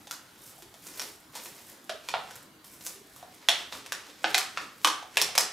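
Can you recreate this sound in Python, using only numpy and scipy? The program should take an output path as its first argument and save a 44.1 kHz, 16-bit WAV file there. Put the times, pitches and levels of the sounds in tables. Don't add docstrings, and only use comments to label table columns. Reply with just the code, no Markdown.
import sys
import numpy as np
from scipy import signal
from scipy.fft import rfft, irfft
from scipy.io import wavfile
from scipy.ndimage import uniform_filter1d

SR = 44100
rng = np.random.default_rng(int(sys.argv[2]) if len(sys.argv) > 2 else 0)


def gain_from_db(level_db):
    decades = np.asarray(level_db, float) / 20
    return 10 ** decades


def persist_wave(psi):
    counts = np.round(np.clip(psi, -1, 1) * 32767).astype(np.int16)
    wavfile.write(sys.argv[1], SR, np.atleast_2d(counts).T)


N = 243431

# start_s, peak_db, main_hz, second_hz, treble_slope_db_per_octave
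HELD_POPS = [
    (0.995, -20, 5600, 1460, 1.5),
    (1.894, -20, 1450, 550, -3.5),
    (2.087, -15, 2110, 970, -3),
    (3.921, -14, 1660, 1150, 0.5),
    (4.242, -11, 763, 1560, -18.5),
    (4.344, -4, 2050, 3980, -1.8),
    (4.379, -8, 1450, 4300, 4),
    (4.573, -16, 1370, 2100, -11),
    (5.215, -6, 5200, 4080, 5),
    (5.378, -3, 5270, 780, 3),
]
FREE_POPS = [
    (0.11, -17.5, 1360, 5740, 5),
    (2.139, -14, 770, 1430, -27),
    (3.486, -1, 3350, 1870, -1.5),
    (4.846, -3, 1150, 2990, -0.5),
    (5.17, -5.5, 2670, 1680, 0),
]
# pitch_hz, width_hz, level_db
SHELL_MODES = [(540, 36, -4.5), (760, 22, -5.5), (2430, 30, 0), (3430, 200, -2), (4070, 35, -6),
               (4800, 40, -9), (5600, 35, -8.5), (7450, 40, -17)]
# start_s, peak_db, wall_hz, wall_db, treble_slope_db_per_octave
WALL_SNAPS = [(0.07, -36, 810, -19, 0), (0.124, -39, 1390, -8, 0), (0.622, -38.5, 354, -17.5, 0.6),
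              (0.74, -39.5, 765, -14.5, 0.5), (1.352, -33, 925, -14, 3), (1.897, -25.5, 640, -9, -19),
              (2.151, -28, 734, -10.5, -19), (2.308, -39, 1510, -12.5, 1.5), (2.355, -47, 1420, -5.5, 11),
              (2.958, -45.5, 396, -10, 4), (3.161, -49, 1150, -5.5, 7.5), (3.227, -50, 720, 6, -1),
              (3.75, -41.5, 1120, -4.5, 6), (4.4, -37, 1180, 0, -1), (4.871, -16, 1083, -9.5, -1),
              (5.025, -38, 760, -5, -4), (3.489, -36, 700, 4, -8), (4.346, -33, 760, 4, -4),
              (5.287, -31.5, 780, -8.5, -7), (5.395, -31.5, 1840, -10, 4)]
# start_s, peak_db, crease_hz, treble_slope_db_per_octave
FOLD_SNAPS = [(0.135, -36.5, 5300, -2.5), (0.868, -39, 5960, 5.5), (0.944, -42, 5170, 0),
              (0.973, -40, 4370, 1), (1.016, -25.5, 4130, 0), (1.366, -39.5, 5050, 6),
              (1.457, -34, 2580, -3.5), (1.719, -54, 3750, -2), (2.642, -45.5, 3570, -5),
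              (2.808, -41.5, 3600, -2), (2.864, -28, 6040, 5.5), (3.426, -45, 1790, -8.5),
              (3.723, -26, 3600, -5.5), (3.861, -29.5, 2470, 0.6), (5.184, -36, 1900, -13),
              (5.352, -20, 2240, -0.8), (5.403, -22, 6970, 4)]
# pitch_hz, level_db
CRACK_TONE = [(150, -31.5), (400, -7), (1000, 8.5), (3000, 4.5), (6000, 6), (10000, -0.5), (16000, -5.5)]
# pitch_hz, width_hz, level_db
TUB_MODES = [(292, 17, -15), (510, 104, 11.5), (700, 19, -20.5), (3490, 39, -9)]
# start_s, peak_db
FILM_TICKS = [(0.4735, -44), (0.4964, -45), (0.898, -36), (1.0894, -40), (1.155, -35.5), (1.2027, -35),
              (1.3244, -40), (1.4204, -35), (1.566, -34), (1.6924, -40), (1.8425, -35), (2.4277, -29),
              (2.9444, -32), (2.9944, -37), (3.345, -35), (4.231, -32), (4.306, -25), (4.4994, -38)]
# start_s, peak_db, pitch_hz
BASE_THUDS = [(0.653, -51, 388), (1.05, -52, 423), (1.39, -49.5, 322), (2.139, -51.5, 410),
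              (3.737, -45, 274), (4.246, -32, 323), (4.848, -32.5, 316), (5.172, -33, 420)]
# tightest_s, build_up_s, fizz_db, crease_db
FILM_TUGS = [(0.01, 0.062, -58, -63.5), (.13, 0.055, -47.5, -62), (.41, 0.45, -67, -61),
             (.485, 0.14, -45, -57.5), (0.599, 0.12, -51.5, -63.5), (1.24, .2, -78, -73),
             (.87, 0.11, -48, -52.5), (1.02, 0.26, -43, -48), (1.09, 0.27, -48, -59),
             (1.358, 0.036, -45, -45), (1.455, 0.1, -40, -57.5), (1.58, 0.24, -52, -54.5),
             (1.7, 0.18, -48, -56.5), (2.1, 0.14, -55, -51), (2.37, 0.88, -58, -55),
             (2.645, .004, -48, -57.5), (2.74, 0.095, -48.5, -61), (2.82, 0.045, -51, -68),
             (2.87, 0.073, -37.5, -49.5), (3.19, 0.19, -54, -59.5), (3.35, 0.08, -65, -56.5),
             (3.6, 0.24, -53, -47), (3.75, 0.063, -47, -47), (4.1, 1, -68, -54.5), (4.3, 0.15, -51, -43.5),
             (4.39, .07, -42, -67), (4.62, 0.28, -58, -48.5), (4.87, 0.13, -47, -48),
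             (5.2, 0.093, -47, -39.5), (5.42, 0.043, -43.5, -42)]
# pitch_hz, level_db
FIZZ_TONE = [(2500, -37), (5000, 22), (8000, 25.5), (12000, 26), (15000, 29.5), (17000, 14)]
# pitch_hz, level_db
CREASE_TONE = [(150, -17), (400, 4), (1000, -1.5), (2500, 1), (5000, -0.5), (8000, -5.5), (14000, -19)]
# delay_ms, level_db, side_share
WALL_ECHOES = [(11.3, -76, -0.34), (15.38, -15.5, 1), (16.3, -30.5, -1.98), (28.7, -13, -0.15)]
# pitch_hz, level_db
ECHO_TONE = [(300, -12), (1500, -6), (4000, -1), (8000, 1), (16000, 1)]
# pitch_hz, fade_s
ROOM_FADE = [(250, 0.31), (660, 0.39), (1740, 0.49), (4590, 0.38), (9000, 0.34), (15000, 0.22)]
# pitch_hz, level_db
ROOM_TONE = [(150, 11.5), (600, 1), (2000, 1), (6000, 1), (11000, -0.5), (16000, -9)]
# pitch_hz, level_db
STEREO_WIDTH = [(150, -25.5), (600, -10), (1500, -7), (4000, -9), (8000, -8), (10500, -4.5), (12500, -20),
                (16000, -30)]
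# pitch_hz, level_db (per Hz)
RUMBLE_TONE = [(15, -38), (25, -17), (123, -1), (195, -1.5), (326, 2), (394, -7), (775, -6.5), (1230, -9),
               (1480, -7.5), (2550, -14.5), (3720, -13.5), (8360, -21), (16000, -19)]


def pop(peak_db, main_hz, second_hz, slope_db, main_db, second_db):
    push = slips(0.0017)
    hz = np.geomspace(100, 20000, num=400)
    modes = [(main_hz, 23, main_db), (second_hz, 23, second_db)]  # (pitch Hz, width Hz, dB)
    for f, width, level_db in SHELL_MODES:
        modes.append((f, width, level_db + slope_db * max(np.log2(f / 2000), 0)))
    crack_db = -8 + read(CRACK_TONE, hz) + slope_db * np.maximum(np.log2(hz / 3500), 0)
    near = colour(push, panel(modes, 0.055, crack_db - 4.5, hz), size=4096)
    far = colour(push, panel(modes, 0.17, crack_db + 2.0, hz), size=4096) * gain_from_db(-5.5)
    return gain_from_db(peak_db) * np.array([near, far]) / abs(near).max()


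def panel(modes, spread, floor_db, hz):
    power = gain_from_db(floor_db) ** 2
    for centre, width, db in modes:
        off = (hz / centre - centre / hz) * centre / (width + spread * centre)
        power = power + gain_from_db(db) ** 2 / (1 + off ** 2) / (1 + (off * spread / 0.83) ** 4)
    return np.transpose([hz, 10 * np.log10(power)])


def snap(peak_db, wall_hz, crease_hz, wall_db, slope_db):
    push = slips(0.0033)
    wall = ring(push, wall_hz, 0.14 * wall_hz)
    wall = peaked(ring(wall, wall_hz, 1.36 * wall_hz))
    crease = peaked(ring(push, crease_hz, 0.25 * crease_hz))
    sharp = gain_from_db(2.5) * peaked(crack(push)) + gain_from_db(-9) * crease
    sharp = colour(sharp, [(3500, 0), (14000, 2 * slope_db)])
    return gain_from_db(peak_db) * (sharp + gain_from_db(wall_db + 7.5) * wall)


def crack(push):
    plain = colour(push, CRACK_TONE)
    hollow = sum(gain_from_db(db) * ring(plain, hz, width) for hz, width, db in TUB_MODES)
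    return plain + hollow


def slips(length_s):
    chance = rng.standard_normal(2000)
    t = np.arange(len(chance)) / SR
    burst = chance * abs(chance) * (1 - np.exp(-t / 0.0011)) * np.exp(-t / length_s)
    spectrum = rfft(burst)
    flat = irfft(spectrum / abs(spectrum) ** 0.65, len(t))
    return flat * np.minimum(t / 0.00024, 1) * np.exp(-(t / (4 * length_s)) ** 2)


def tick(peak_db):
    return gain_from_db(peak_db - 6) * peaked(colour(slips(0.00053), FIZZ_TONE))


def thud(peak_db, pitch_hz):
    t = np.arange(2000) / SR
    swell = (1 - np.exp(-t / 0.0016)) * np.exp(-t / 0.026)
    return gain_from_db(peak_db - 7.5) * peaked(swell * np.sin(2 * np.pi * pitch_hz * t))


def single_events():
    out = np.zeros((2, N + 2000))

    def add(start_s, sound):
        out[:, round(start_s * SR):][:, :2000] += sound

    for start_s, *row in HELD_POPS:
        add(start_s, pop(*row, main_db=8.5, second_db=4.5))
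    for start_s, *row in FREE_POPS:
        add(start_s, pop(*row, main_db=12.5, second_db=5.5))
    for start_s, peak_db in FILM_TICKS:
        add(start_s, tick(peak_db))
    for start_s, peak_db, wall_hz, wall_db, slope_db in WALL_SNAPS:
        add(start_s, snap(peak_db, wall_hz, 3350, wall_db, slope_db))
    for start_s, peak_db, crease_hz, slope_db in FOLD_SNAPS:
        add(start_s, snap(peak_db, 1150, crease_hz, -56.5, slope_db))
    for start_s, *row in BASE_THUDS:
        add(start_s, thud(*row))
    return out[:, :N]


def rustle():
    _, _, fizz_db, crease_db = np.transpose(FILM_TUGS)
    fizz = evened(colour(cracks(7400, 2.4, 2.9), FIZZ_TONE))
    fizz = fizz * tension(fizz_db - 2.5, fall_db_per_s=287, idle_db=-68)
    crease = evened(colour(cracks(4000, 3.9, 2.1), CREASE_TONE))
    crease = crease * tension(crease_db, fall_db_per_s=165, idle_db=-70.5)
    return fizz + crease


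def cracks(per_s, spread_db, clump_db):
    happens = rng.random(N) < per_s / SR
    size = np.minimum(rng.exponential(1, N), 5)
    sign = rng.choice([-1., 1.], N)
    clump = uniform_filter1d(rng.standard_normal(N), 150)
    clump = evened(uniform_filter1d(clump, 150))
    return happens * sign * gain_from_db(spread_db * size + clump_db * clump)


def tension(peak_db, fall_db_per_s, idle_db):
    tightest_s, build_s = np.transpose(FILM_TUGS)[:2, :, None]
    t = np.arange(0, N, 32) / SR
    build_drop_db = 22 * (tightest_s - t) / np.maximum(build_s, 0.003)
    drop_db = np.maximum(build_drop_db, fall_db_per_s * (t - tightest_s))
    tugs = (gain_from_db(peak_db[:, None] - drop_db) ** 2).sum(axis=0)
    resting = (t < 2.47) | (t > 2.64)
    power = tugs + gain_from_db(idle_db) ** 2 * resting
    return np.interp(np.arange(N) / SR, t, np.sqrt(power))


def echoes(x):
    early = np.zeros((2, 2048))
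    # 5.9 ms, -3 dB, straight ahead
    for delay_ms, level_db, side_share in [(5.9, -3, 0), *WALL_ECHOES]:
        early[:, round(delay_ms * SR / 1000)] += gain_from_db(level_db) * np.array([1, side_share])
    return np.array([signal.oaconvolve(x, colour(e, ECHO_TONE))[:N] for e in early])


def room(x, count=4):
    turn = np.pi * 9.3 * np.arange(N) / SR
    answer = np.zeros((2, N))
    for k in range(count):
        share = np.sqrt(2 / count) * np.cos(turn + np.pi * k / count)
        answer += signal.fftconvolve((x * share)[None], tail(), axes=1)[:, :N]
    return answer


def tail():
    noise = rng.standard_normal((2, SR * 3 // 4))
    hz, t, z = signal.stft(noise, SR, nperseg=256, noverlap=192)
    fade_s = read(ROOM_FADE, hz)[:, None]
    side_db = np.array([0 * hz, read(STEREO_WIDTH, hz)])[:, :, None]
    level_db = read(ROOM_TONE, hz)[:, None] - 60 * t / fade_s + side_db
    z = z * gain_from_db(level_db) / np.sqrt(fade_s * SR / 10.2)
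    decay = signal.istft(z, SR, nperseg=256, noverlap=192)[1]
    t = np.arange(decay.shape[1]) / SR
    rise_s = np.array([[0.005], [0.012]])
    return decay * (1 - np.exp(-(t / rise_s) ** 2))


def rumble():
    frames, hz = N // 512 + 5, np.fft.rfftfreq(2048, 1 / SR)
    a, b, c, d, patches = rng.standard_normal((frames, 1025, 5)).T
    patches = uniform_filter1d(patches, 10, 0)
    patches = evened(uniform_filter1d(patches, 8, 1))
    side_gain = gain_from_db(read(STEREO_WIDTH, hz) + 3)[:, None]
    z = np.array([a + 1j * b, (c + 1j * d) * side_gain])
    z *= gain_from_db(read(RUMBLE_TONE, hz)[:, None] + 2.8 * patches)
    noise = signal.istft(z, nperseg=2048, noverlap=1536)[1][:, :N]
    return gain_from_db(-59) * evened(noise)


def ring(x, hz, width):
    r = np.exp(-np.pi * width / SR)
    push = np.array([1, 0, -1]) * (1 - r * r) / 2
    return signal.lfilter(push, [1, -2 * r * np.cos(2 * np.pi * hz / SR), r * r], x)


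def colour(x, points, size=1024):
    log_gain = np.log(gain_from_db(read(points, abs(np.fft.fftfreq(size, 1 / SR)))))
    taps = np.fft.ifft(np.exp(log_gain - 1j * signal.hilbert(log_gain).imag)).real
    return signal.oaconvolve(x, taps[:size // 2])[:len(x)]


def read(points, hz):
    f, value = np.transpose(points)
    return np.interp(np.log(hz + 1), np.log(f + 1), value)


def evened(x):
    return x / np.sqrt(np.mean(x ** 2) + 1e-20)


def peaked(x):
    return x / abs(x).max()


def scene():
    near, far = single_events()
    film = rustle()
    mid, side = echoes(near) + room(far + film)
    mid = mid + near + film
    side = side - 0.058 * mid
    mid, side = np.array([mid, side]) + rumble()
    return np.array([mid + side, mid - side])


def band_limit(x):
    return signal.sosfilt(signal.butter(12, 16810, fs=SR, output="sos"), x)


def record(dry):
    heard = np.array([colour(c, [(13000, 0), (15500, -7), (16500, -34)]) for c in dry])
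    return band_limit(heard)


dry = scene()
out = record(dry)
persist_wave(out)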